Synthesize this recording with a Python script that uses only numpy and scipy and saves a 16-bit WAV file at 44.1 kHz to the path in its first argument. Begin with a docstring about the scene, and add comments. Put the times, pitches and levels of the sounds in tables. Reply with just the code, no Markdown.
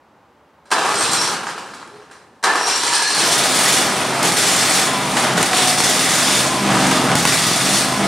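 """Twin-cylinder sawmill engine, cold start

A petrol engine on a band sawmill, heard from the far end of a workshop. The starter clanks in,
grinds through a few weak firings and spins down; at the second try the engine catches.
Cold, it hunts: it rasps as the throttle opens, then booms and pops as it shuts."""
import sys
import numpy as np
from scipy import signal
from scipy.fft import rfft, irfft, next_fast_len
from scipy.io import wavfile
from scipy.ndimage import uniform_filter1d

SR = 44100
rng = np.random.default_rng(int(sys.argv[2]) if len(sys.argv) > 2 else 0)


def generate_wav(signal):
    """Clip the signal to [-1, 1] and save it as 16-bit WAV at the path in sys.argv[1]."""
    frames = np.transpose(np.atleast_2d(signal))
    scaled = np.clip(frames, -1, 1) * 32767
    pcm = np.round(scaled).astype(np.int16)
    wavfile.write(sys.argv[1], SR, pcm)


N = 355887
TIME = np.arange(N) / SR


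def amp(db):
    """Decibels to gain."""
    return 10 ** (np.asarray(db) / 20)


def unit(x):
    """Scales to rms 1."""
    return x / np.sqrt(np.mean(x ** 2) + 1e-20)


def curve_at(points, hz):
    """Interpolates on a log-frequency axis."""
    f, value = np.transpose(points)
    return np.interp(np.log(hz + 1), np.log(f + 1), value)


def lift_db(modes, hz):
    """Boost that resonances add at hz."""
    return sum(db / (1 + (2 * (hz - f) / width) ** 2) for f, width, db in modes)


def drift(hz):
    """Smooth random motion of rms 1, rolling off above hz."""
    size = next_fast_len(N, real=True)
    lowpass = np.exp(-(np.fft.rfftfreq(size, 1 / SR) / hz) ** 2)
    return unit(irfft(rfft(rng.standard_normal(size)) * lowpass, size)[:N])


def gate(start_s, length_s, rise_s, fade_s):
    """Linear rise, hold, exponential fade."""
    fade = np.exp(-np.maximum(TIME - start_s - length_s, 0) / fade_s)
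    return np.clip((TIME - start_s) / rise_s, 0, 1) * fade


def add_burst(mix, start_s, db, t60_s):
    """Mixes in one decaying noise burst."""
    burst = rng.standard_normal(SR) * amp(db - 60 * TIME[:SR] / t60_s)
    part = mix[round(start_s * SR):][:SR]
    part += burst[:len(part)]


def strokes(turns, spread_db):
    """One click per whole turn, with random spread in strength."""
    clicks = np.diff(np.floor(turns), prepend=np.floor(turns[0]))
    return clicks * amp(spread_db * np.clip(rng.standard_normal(N), -2, 2))


def puffs(clicks, decay_s, grain_db):
    """Each click releases a dying puff of gritty noise."""
    envelope = signal.lfilter([1], [1, -np.exp(-1 / (decay_s * SR))], clicks)
    return envelope * unit(rng.standard_normal(N) * amp(grain_db * drift(1070)))


def colour(x, spectrum, modes=(), size=16384):
    """Minimum-phase filter of energy 1: a broad spectrum plus resonances."""
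    hz = np.fft.rfftfreq(size, 1 / SR)
    db = curve_at(spectrum, hz) + lift_db(modes, hz)
    log_gain = np.log(amp(np.r_[db, db[-2:0:-1]]))
    taps = np.fft.ifft(np.exp(np.conj(signal.hilbert(log_gain)))).real[:size // 2]
    return signal.oaconvolve(x, taps / np.linalg.norm(taps))[:N]


# Room decay. Each row: frequency in Hz, t60 in seconds.
ROOM_DECAY = [(100, 1), (500, 0.8), (3000, 0.69), (8000, 0.38), (16000, 0.2)]
# Stereo width of the reflections. Each row: frequency in Hz, side minus mid in dB.
ROOM_WIDTH = [(60, -72), (150, -90), (380, -19), (950, -21.5), (2380, -15.5), (5980, -10.5), (15000, 3)]

def workshop(x, wet_db, spacing=20):
    """Direct sound plus dense reflections, wide only in the treble. Returns (mid, side)."""
    taps = np.zeros((2, SR // 2))
    arrivals = np.arange(5 * spacing, SR // 2 - spacing, spacing)
    arrivals = arrivals + rng.integers(0, spacing, (2, len(arrivals)))
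    np.put_along_axis(taps, arrivals, rng.choice([-1., 1.], arrivals.shape), 1)
    hz, t, bands = signal.stft(taps, SR, nperseg=256)
    bands *= amp(-60 * t / curve_at(ROOM_DECAY, hz)[:, None])
    bands[1] *= amp(curve_at(ROOM_WIDTH, hz))[:, None]
    paths = signal.istft(bands, SR)[1]
    paths /= np.linalg.norm(paths[0])
    paths[0] *= amp(wet_db)
    paths[0, 0] += 1  # direct sound
    paths[0] /= np.linalg.norm(paths[0])
    return signal.oaconvolve(x[None], paths, axes=1)[:, :N]


def radiate(x, spectrum, modes=(), *, wet_db, spots=1, block=100):
    """Coloured sound leaves from random spots, each with its own room paths. Mid has rms 1."""
    spot = rng.integers(0, spots, N // block + 1).repeat(block)[:N]
    pair = sum(workshop(colour(x * (spot == k), spectrum, modes), wet_db) for k in range(spots))
    return pair / pair[0].std()


# Background spectrum. Each row: frequency in Hz, density in dB.
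ROOM_TONE_SPECTRUM = [(15, -60), (25, -30), (48, -31), (60, -17), (81, -8.5), (90, -17), (103, -14),
                      (243, -12), (286, -9.5), (383, -13.5), (573, -10.5), (673, -13), (856, -8.5),
                      (2850, -28.5), (15000, -49)]

def room_tone():
    """Faint, steady noise of the shop."""
    return amp(-52.5) * radiate(rng.standard_normal(N), ROOM_TONE_SPECTRUM, wet_db=-12.5)


# Pinion blows and run-down ticks. Each row: start in seconds, level in dB, t60 in seconds.
PINION_CLANKS = [(.655, -48.5, 0.66), (.705, -28, .2), (0.715, -11.5, 0.15), (0.725, -11.5, 0.11),
                 (2.112, -40, 0.46), (2.428, -24, 0.23), (2.438, -9.5, 0.22)]
PINION_TICKS = [(1.46, -42, .04), (1.576, -46, .04), (1.74, -41, 0.23), (1.875, -43, .025),
                (2.115, -58, 0.32), (2.276, -61, 0.022), (2.33, -61.5, .025)]
# Blow and tooth-scrape spectra. Each row: frequency in Hz, density in dB.
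CLANK_SPECTRUM = [(25, -47), (120, -23), (300, 4.5), (600, -1), (1100, 12), (1800, 7.5), (2500, 1.5),
                  (4000, 0), (6000, -4), (9500, -5.5), (12000, -19), (16000, -31)]
SCRAPE_SPECTRUM = [(300, -62), (1800, -1.5), (3200, -0.5), (6500, -2), (9500, -3.5), (12000, -16.5),
                   (16000, -35)]
# Gear resonances. Each row: centre in Hz, width in Hz, lift in dB.
GEAR_MODES = [(415, 58, 7.6), (775, 210, 7.2), (990, 100, 3.2), (1350, 140, 1.2), (1622, 120, 6.6),
              (1745, 13, 13.6), (2720, 42, 3), (4040, 120, 10), (4470, 160, 6.1), (4960, 92, 9.6),
              (5550, 190, 5.8), (5920, 220, 6.4), (7360, 340, 6.4), (8420, 210, 3.2), (8650, 310, 8.1),
              (10700, 530, 5)]

def pinion():
    """The pinion strikes the ring gear or drops back, ringing the flywheel; it ticks running down."""
    blows, ticks = np.zeros((2, N))
    for track, hits in (blows, PINION_CLANKS), (ticks, PINION_TICKS):
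        for start_s, db, t60_s in hits:
            add_burst(track, start_s, db, t60_s)
    clanks = colour(blows, CLANK_SPECTRUM, GEAR_MODES)
    return workshop(clanks + colour(ticks, SCRAPE_SPECTRUM), wet_db=-8)


# Key turns. Each row: start and hold in seconds, then air, growl, extra initial growl and scrape in dB.
KEY_TURNS = [(0.718, 0.54, -32.5, -21, 4.5, -19.5), (2.446, 0.88, -39.5, -25, 10.5, -20)]
# Pumped-air and gear-growl spectra. Each row: frequency in Hz, density in dB.
CHUFF_SPECTRUM = [(25, -26), (50, -25), (80, -20), (125, -2.5), (170, -3), (250, -2.5), (400, -1),
                  (900, -8), (3000, -68)]
GROWL_SPECTRUM = [(25, -62), (140, -31.5), (300, -2), (600, -2), (1200, 7), (2000, -2.5), (3000, -5.5),
                  (5000, -14.5), (16000, -43.5)]

def starter(tooth_hz=430, labour_hz=15, motor_db_per_s=-34.5, pump_db_per_s=-23):
    """Teeth grind on the ring gear while the pistons pump air; key released, the motor coasts down."""
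    teeth = strokes(np.cumsum(tooth_hz * (1 + 0.15 * drift(200))) / SR, spread_db=7)
    labour_turns = np.cumsum(labour_hz * (1 + 0.25 * drift(5.2))) / SR
    labour = amp(2 * np.sin(2 * np.pi * labour_turns))
    grind = labour * puffs(teeth, decay_s=0.0016, grain_db=3.5)
    chuff = radiate(labour * rng.standard_normal(N), CHUFF_SPECTRUM, wet_db=-4)
    growl = radiate(grind, GROWL_SPECTRUM, GEAR_MODES, wet_db=-1.5, spots=3)
    meshed_scrape = radiate(grind, SCRAPE_SPECTRUM, GEAR_MODES, wet_db=3.5, spots=2)
    free_scrape = amp(-8) * radiate(grind, SCRAPE_SPECTRUM, wet_db=18, spots=2)
    out = np.zeros((2, N))
    for start_s, held_s, air_db, growl_db, heave_db, scrape_db in KEY_TURNS:
        age_s, coast_s = np.maximum(TIME - start_s, 0), np.maximum(TIME - start_s - held_s, 0)
        onset = np.clip(age_s / 0.038, 0, 1)
        heave = amp(heave_db * np.exp(-age_s / 0.18))  # forcing the engine into motion
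        slowness = np.maximum(1 - age_s / 0.28, 0)
        in_mesh = gate(start_s, held_s, rise_s=0.033, fade_s=0.072)
        out += chuff * onset * amp(air_db + pump_db_per_s * coast_s)
        out += (growl * heave + free_scrape) * onset * amp(growl_db + motor_db_per_s * coast_s)
        out += meshed_scrape * in_mesh * amp(scrape_db - 17 * slowness)
    return out


# Starter gear tones. Each row: peak time in seconds, pitch in Hz, half length in seconds, level in dB.
GEAR_TONES = [(0.866, 1260, 0.045, -20), (.996, 8400, .033, -19), (1.208, 5550, 0.041, -20),
              (1.947, 415, .035, -40), (2.506, 1768, 0.032, -19), (2.684, 5600, 0.1, -21.5),
              (2.953, 950, .12, -25.5), (3.015, 1700, .1, -22), (3.077, 4280, 0.15, -24)]

def gear_song(waver_depth=0.025):
    """Starter gears, briefly driven to sing, swell into wavering tones and die away."""
    out = np.zeros(N)
    for peak_s, hz, half_s, db in GEAR_TONES:
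        t = np.arange(max(peak_s - 3 * half_s, 0), peak_s + 3 * half_s, 1 / SR)
        smoothing = int(SR / (4 * waver_depth * hz))
        waver = unit(uniform_filter1d(rng.standard_normal(SR), smoothing))[:len(t)]
        tone = np.sin(2 * np.pi * np.cumsum(hz * (1 + waver_depth * waver)) / SR)
        swell = np.exp(-((t - peak_s) / half_s) ** 2)
        out[round(t[0] * SR):][:len(t)] += amp(db) * swell * tone
    return workshop(out, wet_db=-3)


# Exhaust spectrum. Each row: frequency in Hz, density in dB.
BOOM_SPECTRUM = [(20, -38), (45, -21.5), (68, -16), (92, -9), (125, -1.5), (200, 0), (320, -1), (450, -8.5),
                 (900, -20), (3000, -76)]
# Muffler resonances. Each row: centre in Hz, width in Hz, lift in dB.
MUFFLER_MODES = [(66, 11, 6), (133.7, 21, 9.5), (165.4, 11.4, 1.5), (197, 22, 5.5), (260.5, 18, 8.5)]

def exhaust_boom(firings):
    """Firings drive the muffler; combustion starts ragged and grows cleaner."""
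    ragged = np.interp(TIME, (3.3, 6.5), (0.9, 0.38))
    gas = unit(firings) + ragged * unit(puffs(firings, decay_s=0.047, grain_db=-0.5))
    return radiate(gas / np.hypot(1, ragged), BOOM_SPECTRUM, MUFFLER_MODES, wet_db=-11)


# Pipe resonances. Each row: engine order, centre in Hz, half width in Hz, level in dB.
PIPE_MODES = [(8, 199, 7, -2.5), (13, 312, 10, -7), (5, 126, 9, -8), (6, 131, 7, -6), (8, 167, 5, -2)]

def pipe_drone(cycle_hz, turns):
    """Single engine orders boom as they sweep through exhaust resonances."""
    tone = np.zeros(N)
    for order, hz, half_width_hz, db in PIPE_MODES:
        response = 1 / (1 + ((order * cycle_hz - hz) / half_width_hz) ** 2)
        tone += response * amp(db + drift(7.1)) * np.sin(2 * np.pi * order * turns)
    return workshop(tone, wet_db=-12.5)


# Clatter spectrum. Each row: frequency in Hz, density in dB.
CLATTER_SPECTRUM = [(60, -48), (200, -5), (380, -1.5), (530, -4.5), (800, -2.5), (1300, -2), (2000, -7),
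                    (3000, -9.5), (6000, -18.5), (9000, -18), (16000, -65)]
# Block resonances. Each row: centre in Hz, width in Hz, lift in dB.
BLOCK_MODES = [(641, 100, 4.7), (762, 65, 5.7), (1000, 61, 0.91), (1240, 73, 1.9), (1720, 47, 2.6),
               (1976, 22, 1.2)]

def block_clatter(firings, valves):
    """Valves and firings knock on the engine block."""
    knocks = unit(puffs(valves + 0.72 * firings, decay_s=0.0059, grain_db=5.5)) + 0.55 * unit(firings)
    return radiate(knocks, CLATTER_SPECTRUM, BLOCK_MODES, wet_db=3, spots=5)


# Rasp spectrum. Each row: frequency in Hz, density in dB.
RASP_SPECTRUM = [(200, -20.5), (900, -8.5), (2000, 0.5), (3500, -4.5), (5500, 1.5), (7500, 0.5),
                 (9700, 0.5), (11500, -6.5), (13500, -14.5), (16000, -21.5)]
# Shroud resonances. Each row: centre in Hz, width in Hz, lift in dB.
SHROUD_MODES = [(3474, 280, 5.6), (3770, 1200, 3.9), (4460, 480, 2.9), (5900, 210, 0.38), (6560, 78, 0.77),
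                (8800, 1400, 2.2)]

def gas_rasp(firings, valves):
    """Each firing and valve stroke releases a short jet of gas."""
    pulses = (firings + 0.28 * valves) * amp(0.54 * drift(22))
    jets = puffs(pulses, decay_s=0.0043, grain_db=2)
    return radiate(jets, RASP_SPECTRUM, SHROUD_MODES, wet_db=7, spots=4)


# Block resonance that swells the whine. Each row: centre in Hz, width in Hz, lift in dB.
WHINE_MODES = [(733, 30, 13)]

def gear_whine(cycle_hz, turns, teeth_per_cycle=40):
    """Gear teeth sing on the overrun, louder at speed, and fall quiet under load."""
    overrun = np.clip(0.5 - np.gradient(cycle_hz) * SR / 12, 0.08, 1)
    fade_in = np.interp(TIME, (3.2, 4.4), (0, 1))
    level = amp(-26.5 + lift_db(WHINE_MODES, teeth_per_cycle * cycle_hz) + 2 * drift(22))
    gain = overrun * fade_in * (cycle_hz / cycle_hz.max()) ** 2 * level
    return workshop(gain * np.sin(2 * np.pi * teeth_per_cycle * turns), wet_db=-8)


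# Throttle openings. Each row: start, length and rise in seconds, rasp level in dB.
THROTTLE_OPENINGS = [(3.17, 0.63, 0.047, -18), (4.224, .06, 0.033, -18), (4.357, 0.44, 0.012, -18),
                     (5.154, 0.039, 0.023, -22), (5.364, 0.097, 0.013, -21.5), (5.526, 0.19, 0.027, -18),
                     (5.762, 0.63, 0.015, -18.5), (6.627, 0.34, 0.24, -24), (7.155, 0.044, .01, -19.5),
                     (7.248, .54, 0.015, -19.5)]
# Unburnt fuel rumbling in the muffler. Each row: start and length in seconds, boom and clatter in dB.
MUFFLER_BURNS = [(4.128, .12, -38, -16.5), (5.13, 0.18, -40, -21.5), (5.283, 0.13, -25.5, -18.5),
                 (6.58, 0.44, -25, -22), (7.002, 0.13, -22, -16.5), (7.958, .13, -25, -19.5)]

def engine_gains(catch_s=3.09, boom_db_per_s=1.38, clatter_db_per_s=-0.44, idle_rasp_db=-28.5):
    """Boom, drone, clatter and rasp follow the false start, warm-up, throttle and afterburning."""
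    age_s = np.maximum(TIME - catch_s, 0)
    running = np.clip(age_s / 0.088, 0, 1)
    throttle = np.max([amp(db) * gate(start_s, length_s, rise_s, fade_s=0.088)
                       for start_s, length_s, rise_s, db in THROTTLE_OPENINGS], axis=0)
    false_start = amp(-34) * gate(start_s=0.99, length_s=0.19, rise_s=0.044, fade_s=0.05)
    boom = running * amp(-33 + boom_db_per_s * age_s) + false_start
    clatter = running * amp(-22 + clatter_db_per_s * age_s + 1.5 * throttle / throttle.max())
    rasp = np.hypot(throttle, running * amp(idle_rasp_db))
    drone_over_boom_db = -3
    for start_s, length_s, boom_db, clatter_db in MUFFLER_BURNS:
        burn = gate(start_s, length_s, rise_s=0.045, fade_s=0.028)
        shaking = gate(start_s, length_s, rise_s=0.14, fade_s=0.028)
        boom = np.hypot(boom, amp(boom_db) * burn)
        clatter = np.hypot(clatter, amp(clatter_db) * shaking)
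        drone_over_boom_db += 4 * burn
    return boom, boom * amp(drone_over_boom_db), clatter, rasp


# Engine speed. Each row: time in seconds, four-stroke cycles per second.
GOVERNOR_HUNT = [(3.1, 11), (3.6, 21.5), (3.87, 25.9), (4.1, 22.7), (4.4, 20), (4.6, 22), (4.86, 26.6),
                 (5.14, 22.9), (5.27, 22.6), (5.52, 18.5), (5.82, 18.3), (6.15, 21.8), (6.43, 26.5),
                 (6.7, 24.5), (6.97, 23.2), (7.27, 20.3), (7.52, 21.5), (7.83, 26.6), (8.07, 24.5)]

def engine():
    """Two cylinders fire unevenly, valves working in between, while the governor hunts."""
    cycle_hz = uniform_filter1d(np.interp(TIME, *np.transpose(GOVERNOR_HUNT)), size=3000)
    turns = np.cumsum(cycle_hz * (1 + 0.002 * drift(25))) / SR  # one per four-stroke cycle
    firings = strokes(turns, spread_db=1) + 0.7 * strokes(turns - 3 / 8, spread_db=1)
    boom_gain, drone_gain, clatter_gain, rasp_gain = engine_gains()
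    boom = boom_gain * exhaust_boom(firings)
    valves = sum(strokes(turns - phase, spread_db=0) for phase in (0.13, 0.3, 0.55, 0.68, 0.86))
    clatter = clatter_gain * block_clatter(firings, valves)
    rasp = rasp_gain * gas_rasp(firings, valves)
    drone = drone_gain * pipe_drone(cycle_hz, turns)
    return boom + clatter + rasp + drone + gear_whine(cycle_hz, turns)


# Exhaust pops. Each row: start in seconds, then thump, bark and crack in dB.
EXHAUST_POPS = [(4.229, -26, -17, -9.5), (5.17, -36, -10, -25), (5.377, -25, -12, -34),
                (5.428, -13, -13, -9), (5.531, -24, -9.5, -18), (5.585, -41, -11.5, -35),
                (5.803, -31, -13.5, -16), (6.913, -35, -10.5, -14), (7.116, -8, -12.5, -25),
                (7.154, -6, -23, -10), (7.252, -10, -9, -10)]

def afterfire():
    """Unburnt fuel pops in the muffler: a thump, a bark and a sharp crack."""
    thump, bark, crack = np.zeros((3, N))
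    for start_s, thump_db, bark_db, crack_db in EXHAUST_POPS:
        add_burst(thump, start_s, thump_db, t60_s=0.014)
        add_burst(bark, start_s, bark_db, t60_s=0.042)
        add_burst(crack, start_s, crack_db, t60_s=0.02)
    pops = colour(thump, BOOM_SPECTRUM) + colour(bark, CLATTER_SPECTRUM) + colour(crack, RASP_SPECTRUM)
    return workshop(pops, wet_db=-8)


def scene():
    """All sources over the room tone, as left and right."""
    mid, side = room_tone() + starter() + pinion() + gear_song() + engine() + afterfire()
    return np.array([mid + side, mid - side])


def record(dry, cutoff_hz=15850):
    """Full-scale clipping, then a steep low-pass."""
    lowpass = signal.firwin(511, cutoff_hz, window=("kaiser", 9), fs=SR)
    return signal.oaconvolve(np.clip(dry, -1, 1), lowpass[None], "same")


dry = scene()
out = record(dry)
generate_wav(out)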